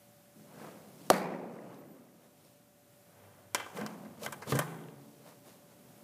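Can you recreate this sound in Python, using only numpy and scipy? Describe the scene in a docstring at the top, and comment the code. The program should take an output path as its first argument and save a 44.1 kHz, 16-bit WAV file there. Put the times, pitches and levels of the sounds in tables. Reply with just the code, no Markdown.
"""A long, echoing hall with turf underfoot: a pitched ball pops into a leather mitt close to a small microphone.
The pitcher's stride rumbles before it, as shaped noise; the mitt is dying sines and a noise crack.
Later the catcher shifts on a plastic bucket: rough pushes ring its shell and air, so it knocks, scuffs
and booms. Small ticks, a thin whistle and a low drone come and go; fans hum as wavering sines over
a faint hiss. The hall answers with a noisy tail, and gain control dips after loud sounds."""
import sys
import numpy as np
from scipy import signal
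from scipy.fft import rfft, irfft
from scipy.io import wavfile
from scipy.ndimage import uniform_filter1d

SR = 44100
rng = np.random.default_rng(int(sys.argv[2]) if len(sys.argv) > 2 else 0)


def put_to_file(sound):
    """Save the sound as 16-bit audio at rate SR, in the file named by the first command-line argument."""
    columns = np.atleast_2d(sound).T  # one column per channel
    safe = np.clip(columns, -1, 1)
    whole_steps = np.round(safe * 32767)
    wavfile.write(sys.argv[1], SR, whole_steps.astype(np.int16))


N = 266224  # samples

# Source levels are those ahead of the recorder; spectra and modes give relative levels.
# The catch, close to the microphone: t/s, peak level of the pop/dB
CATCH = [(1.1023, -4.5)]
# Ringing leather pocket: f/Hz, level/dB, t60/s
POCKET_MODES = [(387, -2, 0.11), (756, 16.5, 0.0056), (1164, 2.5, 0.023), (4570, -11.5, 0.008)]
# Nearby surfaces throw the pop back: delay/s, level against the pop/dB, length/s, f/Hz
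NEAR_ECHOES = [(.0036, -7, .0036, 560), (.0075, -8, .007, 670)]
# Crack of the leather: f/Hz, level per Hz/dB
CRACK_SPECTRUM = [(1060, -29.5), (1800, -8.5), (2120, -15), (4660, 2), (5250, -7.5), (11200, -7.5),
                  (12600, -7), (15000, -18), (16000, -36)]
# The pop as it leaves in all directions: f/Hz, level per Hz/dB
SPREAD_SPECTRUM = [(53, -47), (90, -31), (169, -3.5), (310, -8), (368, -4.5), (633, -3), (1020, -7),
                   (1240, -9.5), (2430, -8), (2950, -21.5), (13700, -46), (15000, -36), (16000, -60)]
# Side walls return the crack: delay/s, level/dB (4 dB above the return's level against the direct crack)
SIDE_WALLS = [(0.029, -17), (0.062, -23)]
# End walls throw the pop to and fro: peak level of the first return/dB, change a trip/dB, f/Hz
FLUTTER = -36, -8, 1970
# Distance of the end walls as time: first return/s, round trip/s
FLUTTER_TIMES = .237, .249
# Netting and clutter scatter a bright spray: level against the crack/dB, time of the bend/s
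SPRAY_DB, SPRAY_BEND_S = -24.5, 0.076
SPRAY_FALL, SPRAY_EXTRA_FALL = 60, 197  # dB a second throughout; more dB a second after the bend

# Plastic bucket shell: f/Hz, level/dB, t60/s
SHELL_MODES = [(488, -5, 0.086), (596, -1, 0.036), (804, -0.5, 0.015), (1045, 1, 0.023),
               (1183, -2.5, 0.036), (1340, -6, 0.019), (1578, 5.5, 0.019), (1800, -2, 0.021),
               (2038, 2.5, 0.02), (2346, 2.5, 0.014), (2675, -1, 0.019), (3055, 0, 0.034),
               (3220, -3, 0.022)]
# Air in the bucket: f/Hz, level/dB, t60/s
DRUM_MODES = [(139.4, 8.5, 0.52), (162.3, -1, 0.74), (220.6, 2.5, 0.21), (285.4, 1, 0.23), (454, 15, 0.038)]
# Blows on the bucket: t/s, shell peak level/dB, crack peak level/dB, crack f/Hz,
# boom level/dB (8 dB above its peak), contact/s, f of the struck spot/Hz, softness/0-1
KNOCKS = [(3.547, -15.5, -12.5, 6700, -68, 0.0088, 2000, 0.02),
          (3.597, -30, -35, 3960, -70, 0.011, 1520, 0.5), (3.663, -38.5, -46, 4000, -57, 0.0037, 1080, 1),
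          (3.769, -34, -55, 5700, -49, 0.0045, 1600, .4), (3.783, -32.5, -56, 6000, -55, .0039, 546, .7),
          (3.812, -32.5, -37, 4470, -44, 0.0039, 1100, 0.46),
          (3.863, -30, -29, 5900, -53, .0063, 1500, .05), (4.049, -48, -56, 3550, -82, 0.0073, 1500, 0.7),
          (4.217, -37.5, -51.5, 7420, -72, 0.015, 516, .8),
          (4.233, -50, -32, 5100, -41.5, 0.0046, 2600, 0.44),
          (4.263, -23.5, -26, 6860, -34.5, 0.0046, 1800, 0), (4.275, -35, -52, 4000, -52, .0065, 875, 0.8),
          (4.323, -32.5, -33.5, 10500, -62, 0.0066, 1720, 0.7),
          (4.340, -39, -53, 4000, -42, .004, 1380, 0.44), (4.419, -35, -42.5, 5150, -73, 0.011, 1450, 0.86),
          (4.471, -40, -50, 3400, -27.5, 0.0024, 800, 0.5),
          (4.522, -17, -23.5, 3700, -12.5, 0.0075, 520, 0),
          (4.536, -28.5, -38.5, 4000, -17, 0.068, 500, 0.1),
          (4.553, -29, -29, 9350, -16, 0.0097, 1990, 0.3), (4.571, -30.5, -35, 9000, -24, 0.017, 890, 0.1),
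          (4.589, -17.5, -15, 11400, -24.5, 0.0079, 1300, 0.2),
          (4.611, -25.5, -35, 3970, -50, 0.014, 1050, .6)]
# The softer a blow, the slower it rises and the fewer modes it reaches.
HARD_RISE, SOFT_RISE = .025, .55  # shares of the contact time
HARD_NARROW_DB, SOFT_NARROW_DB = 3.5, 17  # fall one octave off the struck spot
# The bucket drags and its shell sings along: peak t/s, rise/s, fall/s, level/dB, f of the rubbed spot/Hz
DRAGS = [(3.24, .18, 0.56, -68.5, 1480), (3.575, 0.028, 0.13, -44.5, 2170), (3.789, .06, 0.17, -48, 1020),
         (4.24, 0.046, 0.1, -60, 613), (4.678, 0.15, 0.29, -54, 1340)]
DRAG_NARROW_DB = 6.5  # fall one octave off the rubbed spot

# Bodies moving on the turf: peak t/s, rise/s, fall/s, rumble level/dB, body level/dB, rustle level/dB
MOVES = [(0.38, .06, 0.58, -57.5, -76, -70.5), (0.628, 0.19, 0.31, -55, -51, -62),
         (1.08, 0.4, 0.12, -55.5, -62.5, -62.5), (1.54, 0.065, 0.11, -61, -51, -65),
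         (1.73, 0.6, .3, -49, -52, -66.5), (1.97, 0.17, 0.2, -62.5, -60, -74),
         (2.254, 0.27, 0.084, -77.5, -63.5, -70.5), (2.462, 0.2, 0.2, -72, -66, -66.5),
         (3.222, 0.28, 0.3, -69.5, -62.5, -80), (3.385, 0.16, 0.2, -86, -63.5, -93),
         (3.769, 0.041, 0.099, -48, -46, -52.5), (3.827, 0.077, 0.062, -40.5, -42.5, -64),
         (3.89, 0.046, 0.19, -61, -51.5, -63), (4.031, .15, 0.64, -68, -61, -71),
         (4.252, 0.053, 0.032, -54, -43, -45), (4.479, 0.012, 0.023, -57, -43, -66),
         (4.504, 0.038, 0.066, -41, -44, -41.5), (5.02, 0.083, 0.6, -67, -75, -68.5),
         (5.285, .1, 0.095, -77, -56.5, -62), (5.469, 0.037, 0.17, -61.5, -58, -62.5),
         (5.721, 0.053, 0.046, -73, -64.5, -70), (5.98, 0.47, 0.38, -61.5, -67.5, -75)]
# Rumble through the floor: f/Hz, level per Hz/dB
RUMBLE_SPECTRUM = [(35, -64.5), (60, -21), (151, 2), (237, 3), (313, -1), (400, -3.5), (520, -17.5),
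                   (880, -120)]
# Dull body of the movement: f/Hz, level per Hz/dB
BODY_SPECTRUM = [(180, -54), (300, -18), (495, 1), (636, -2.5), (1300, -10), (1590, -12.5), (3000, -22.5),
                 (3900, -49), (6600, -120)]
# Cloth and turf: f/Hz, level per Hz/dB
RUSTLE_SPECTRUM = [(1290, -31), (2200, -7.5), (3840, -5), (6370, -6.5), (10700, -7.5), (15000, -10),
                   (16000, -20)]
GRAIN_DB = 2  # rms unevenness of the rubbing
SWELL_DB, SWELL_BEND = -19.5, 1.175  # level one rise or fall time off the peak; roundness of the top

# Small ticks of gear and netting, the last two the end wall's returns of the bucket knocks:
# t/s, peak level/dB, f/Hz
TICKS = [(1.614, -54, 12000), (1.745, -45, 6240), (1.951, -48, 1200), (2.45, -47, 8500),
         (4.839, -43.5, 3040), (4.886, -41, 2730)]
# A thin whistle high up: peak t/s, rise/s, fall/s, level/dB
WHISTLE = [(1.8, .04, .025, -61.5), (1.92, 0.089, 0.06, -62.5)]
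# A low drone swells and fades: peak t/s, rise/s, fall/s, level/dB
DRONE = [(3.3, 0.4, 0.27, -65), (3.62, .3, 0.14, -60), (3.835, .08, .12, -73), (4.24, 0.5, .16, -64),
         (4.44, .12, 0.025, -64)]
WHISTLE_HZ, DRONE_HZ = 12050, 100.5

# Steady air noise: f/Hz, level per Hz/dB
AIR_SPECTRUM = [(12, -65), (20, -25.5), (168, 0), (293, -7.5), (410, -9.5), (472, -15), (574, -8.5),
                (642, -15), (738, -9.5), (873, -16.5), (4420, -23.5), (14700, -20.5), (16000, -39)]
AIR_DB = -62
# Fans and lamps: f/Hz, level/dB (4.5 dB below the mean amplitude of the sine)
HUM = [(118.4, -75.5), (166.9, -87), (581.4, -69.5), (726.7, -81), (1459, -88)]

# Dying away of the hall: f/Hz, t60/s
HALL_DECAY = [(100, 0.33), (250, 2.17), (600, 1.52), (1500, 0.82), (3000, 0.89), (6000, 0.85),
              (12000, 0.77)]
# Tone of the hall: f/Hz, level/dB
HALL_COLOUR = [(70, -29), (150, 7), (400, 0.5), (1200, 0.5), (2500, -6.5), (5000, -1.5), (14000, 2.5)]
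EDGE_HZ = 15500  # upper band limit of the recorder


def mitt():
    """The leather cracks as the ball enters, the pocket snaps shut and surfaces near and far answer.

    Returns the sound at the microphone and the click that fills the hall."""
    out, sent = np.zeros((2, N))
    first, trip = FLUTTER_TIMES
    flutter_db, trip_db, flutter_hz = FLUTTER
    for s, db in CATCH:
        pop = peaked(above(-ring(POCKET_MODES, seconds=0.068), 290), db)
        for delay, echo_db, length, hz in NEAR_ECHOES:
            t = np.arange(0, length, 1 / SR)
            rounded = np.sqrt(np.sin(np.pi * t / length))
            add(pop, delay, -amp(db + echo_db) * np.sin(2 * np.pi * hz * t) * rounded)
        add(out, s, pop)

        t = np.arange(-.002, .02, 1 / SR)
        burst = amp(np.where(t < 0, 7000 * t, -5200 * t))  # rise and fall in dB a second
        crack = coloured(rng.standard_normal(len(t)), CRACK_SPECTRUM) * burst
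        add(out, s + t[0], amp(db - 12) * crack)
        for delay, wall_db in SIDE_WALLS:
            add(out, s + delay + t[0], amp(db - 16 + wall_db) * crack)

        t = np.arange(0, .4, 1 / SR)
        spray = coloured(rng.standard_normal(len(t)), CRACK_SPECTRUM)
        spray *= amp(5.1 * wander(.002)[:len(t)]) * np.minimum(t / .004, 1)
        fall_db = SPRAY_FALL * t + SPRAY_EXTRA_FALL * np.maximum(t - SPRAY_BEND_S, 0)
        add(out, s, amp(db - 12 + SPRAY_DB - fall_db) * spray)

        for k in range(4):
            returned = ring([(flutter_hz, 0, .02)], seconds=.03)
            add(out, s + first + k * trip, peaked(returned, flutter_db + k * trip_db))
        sent[round(s * SR)] = amp(db)
    # colour the click but keep its energy
    return out, coloured(sent, SPREAD_SPECTRUM) * np.linalg.norm(sent) / np.sqrt(N)


def bucket():
    """A short rough push drives the shell and has a bright crack of its own; the air booms with it.

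    Returns the sound at the microphone and the smoother sum over all directions that fills the hall."""
    out, sent = np.zeros((2, N))
    t = np.arange(2000) / SR
    for s, shell_db, crack_db, crack_hz, boom_db, contact, spot_hz, soft in KNOCKS:
        soft = np.clip(soft, 0, 1)
        rise = abs(contact * (HARD_RISE + (SOFT_RISE - HARD_RISE) * soft))
        narrow_db = HARD_NARROW_DB + (SOFT_NARROW_DB - HARD_NARROW_DB) * soft
        noise = rng.standard_normal(len(t))
        noise[round(rise * SR)] = -6.0 * (1 - soft)  # the first solid contact
        push = noise * np.exp(-t / max(contact, 1e-4)) * (1 - np.exp(-t / max(rise, 1e-5)))

        modes = near(spot_hz, narrow_db)
        shell = peaked(signal.fftconvolve(push, above(ring(modes, seconds=.1), 370)), shell_db)
        edges = [.5 * crack_hz, min(1.05 * crack_hz, .45 * SR)]
        band = signal.butter(1, edges, "band", fs=SR, output="sos")
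        sharpened = push * (0.34 + 0.93 * np.exp(-t / 0.0012))
        crack = peaked(signal.sosfilt(band, sharpened), crack_db)
        boom = peaked(above(ring(DRUM_MODES), 84), boom_db - 8.0)
        for part in shell, crack, boom:
            add(out, s, part)

        # to the hall: brief shell and crack with energy set by the direct ones
        brief = above(ring([(hz, db, .004) for hz, db, t60 in modes], seconds=.02), 330)
        add(sent, s, brief * np.linalg.norm(shell) / np.linalg.norm(brief))
        add(sent, s, signal.sosfilt(band, t == 0) * np.linalg.norm(crack) * 1.37)
        add(sent, s, amp(-2.5) * boom)
    return out, sent


def near(spot_hz, narrow_db):
    """The spot that is touched favours the shell modes near its own pitch."""
    fall = max(narrow_db, 0)
    return [(hz, db - fall * np.log2(hz / spot_hz) ** 2, t60) for hz, db, t60 in SHELL_MODES]


def drags():
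    """Uneven friction noise rings the shell."""
    rub = amp(2.4 * wander(0.0024)) * rng.standard_normal(N)
    out = np.zeros(N)
    for *swell, spot_hz in DRAGS:
        shell = above(ring(near(spot_hz, DRAG_NARROW_DB), seconds=.1), 300)
        out += signal.oaconvolve(swells([swell])[0] * rub, shell / np.linalg.norm(shell))[:N]
    return out


def moves():
    """Rubbing noise: rumble through the floor, dull body, rustle of cloth and turf, all grainy."""
    spectra = RUMBLE_SPECTRUM, BODY_SPECTRUM, RUSTLE_SPECTRUM
    out = np.zeros(N)
    for gain, spectrum, grain_s in zip(swells(MOVES), spectra, (.03, .004, .002)):
        grain = amp(GRAIN_DB * wander(grain_s))
        out += gain * grain * coloured(rng.standard_normal(N), spectrum)
    return out


def ticks():
    """Each click is two brief dying sines, one at its own pitch and one lower."""
    out = np.zeros(N)
    for s, db, hz in TICKS:
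        add(out, s, peaked(ring([(hz, 0, .005), (hz * 0.63, -3, .008)], seconds=.03), db))
    return out


def whistle():
    """A thin high tone, blurred by rapid changes of level."""
    return fuzzy_tone(WHISTLE, WHISTLE_HZ, .0015)


def drone():
    """A low tone, blurred by slower changes of level."""
    return fuzzy_tone(DRONE, DRONE_HZ, 0.017)


def air():
    """Steady air noise that swells a little."""
    return amp(AIR_DB + 0.48 * wander(.25)) * coloured(rng.standard_normal(N), AIR_SPECTRUM)


def fans():
    """Fans and lamps hum in sines that waver in level and phase."""
    t = np.arange(N) / SR
    out = np.zeros(N)
    for hz, db in HUM:
        level = amp(db + 4.5 + 0.78 * wander(0.03))
        out += level * np.sin(2 * np.pi * hz * t + 0.27 * wander(0.02))
    return out


def hall(x, gap=0.004, build=0.029):
    """Evenly dense taps of random sign that grow louder after a gap/s, each band dying at its own speed."""
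    size = 2 * SR
    taps = np.zeros(size)
    at = np.arange(0, size - 20, 20)
    taps[at + rng.integers(0, 20, len(at))] = rng.choice([-1., 1.], len(at))
    taps *= amp(1.76 * wander(0.0041)[:size])  # uneven walls bunch the returns
    hz, t, bands = signal.stft(taps, SR, nperseg=512)
    band_db = read(HALL_COLOUR, hz)[:, None] - 60 * t / read(HALL_DECAY, hz)[:, None]
    tail = signal.istft(bands * amp(band_db), SR, nperseg=512)[1]
    tail *= np.clip((np.arange(len(tail)) / SR - gap) / build, 0, 1)
    return signal.fftconvolve(x, tail / np.linalg.norm(tail))[:N]


def fuzzy_tone(rows, hz, wobble):
    """A sine that swells and fades, its level roughened over wobble seconds into a narrow band."""
    rough = 1 + .5 * wander(wobble)
    return swells(rows)[0] * np.sqrt(2) * rough * np.sin(2 * np.pi * hz * np.arange(N) / SR)


def swells(rows):
    """Rounded rises and falls; one gain curve for each level column, overlaps adding as power."""
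    t = np.arange(0, N / SR + .002, .001)
    s, rise, fall, *levels = np.transpose(rows)[:, :, None]
    off = np.maximum((s - t) / np.maximum(rise, .004), (t - s) / np.maximum(fall, .004))
    shape = amp(SWELL_DB * off ** SWELL_BEND)
    return [np.interp(np.arange(N) / SR, t, np.linalg.norm(amp(db) * shape, axis=0)) for db in levels]


def ring(modes, seconds=0.31):
    """The sum of dying sines that a struck thing answers with."""
    t = np.arange(round(seconds * SR)) / SR
    return sum(amp(db - 60 * t / max(t60, .003)) * np.sin(2 * np.pi * hz * t) for hz, db, t60 in modes)


def above(x, hz, order=2):
    """High-pass: small things radiate little bass."""
    return signal.sosfilt(signal.butter(order, hz, "high", fs=SR, output="sos"), x)


def coloured(x, points):
    """Filters x by a spectrum table; rms 1."""
    gain = amp(read(points, np.fft.rfftfreq(len(x), 1 / SR)))
    return evened(irfft(rfft(x) * gain, len(x)))


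def wander(seconds):
    """Random drift of rms 1, smoothed twice over the given time."""
    size = round(seconds * SR)
    return evened(uniform_filter1d(uniform_filter1d(rng.standard_normal(N), size), size))


def read(points, hz):
    """Reads a table between its points along log frequency."""
    f, value = np.transpose(points)
    return np.interp(np.log(hz + 1), np.log(f + 1), value)


def amp(db):
    """Decibels to amplitude."""
    return 10 ** (np.asarray(db) / 20)


def evened(x):
    """Scales x to rms 1."""
    return x / np.sqrt(np.mean(x ** 2) + 1e-20)


def peaked(x, db):
    """Scales x to a peak level."""
    return amp(db) * x / abs(x).max()


def add(mix, s, sound):
    """Lays a sound into the mix from s seconds on, cut at the end."""
    part = mix[round(s * SR):][:len(sound)]
    part += sound[:len(part)]


def scene():
    """The close sounds, the hall's answer to catch, bucket and bodies, and the background."""
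    catch, pop = mitt()
    seat, knocks = bucket()
    bodies = moves() + drags()
    wet = hall(amp(13.0) * pop + amp(-11.0) * knocks + amp(-9) * bodies)
    background = air() + fans()
    return (catch + seat + ticks() + wet + bodies + whistle() + drone() + background)[None]


def record(dry):
    """Gain control turns down after loud sounds and creeps back; bass cut; then the band limit."""
    power_db = 10 * np.log10(abs(uniform_filter1d(dry[0] ** 2, 600)) + 1e-12)
    fall = np.arange(N) * 6.15 / SR  # the held level sinks by this many dB a second
    held_db = np.maximum.accumulate(power_db + fall) - fall
    over_db = np.maximum(held_db + 30.5, 0)
    # one-pole lag of 51 ms that passes 0.051 / 0.091 of a steady excess
    slow = signal.lfilter([1 / (0.091 * SR)], [1, 1 / (0.051 * SR) - 1], over_db)
    thin = above(dry / amp(0.77 * slow), 81, order=4)
    limit = signal.firwin(255, EDGE_HZ, window=("kaiser", 9), fs=SR)
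    return signal.oaconvolve(thin, limit[None], "same")


dry = scene()
out = record(dry)
put_to_file(out)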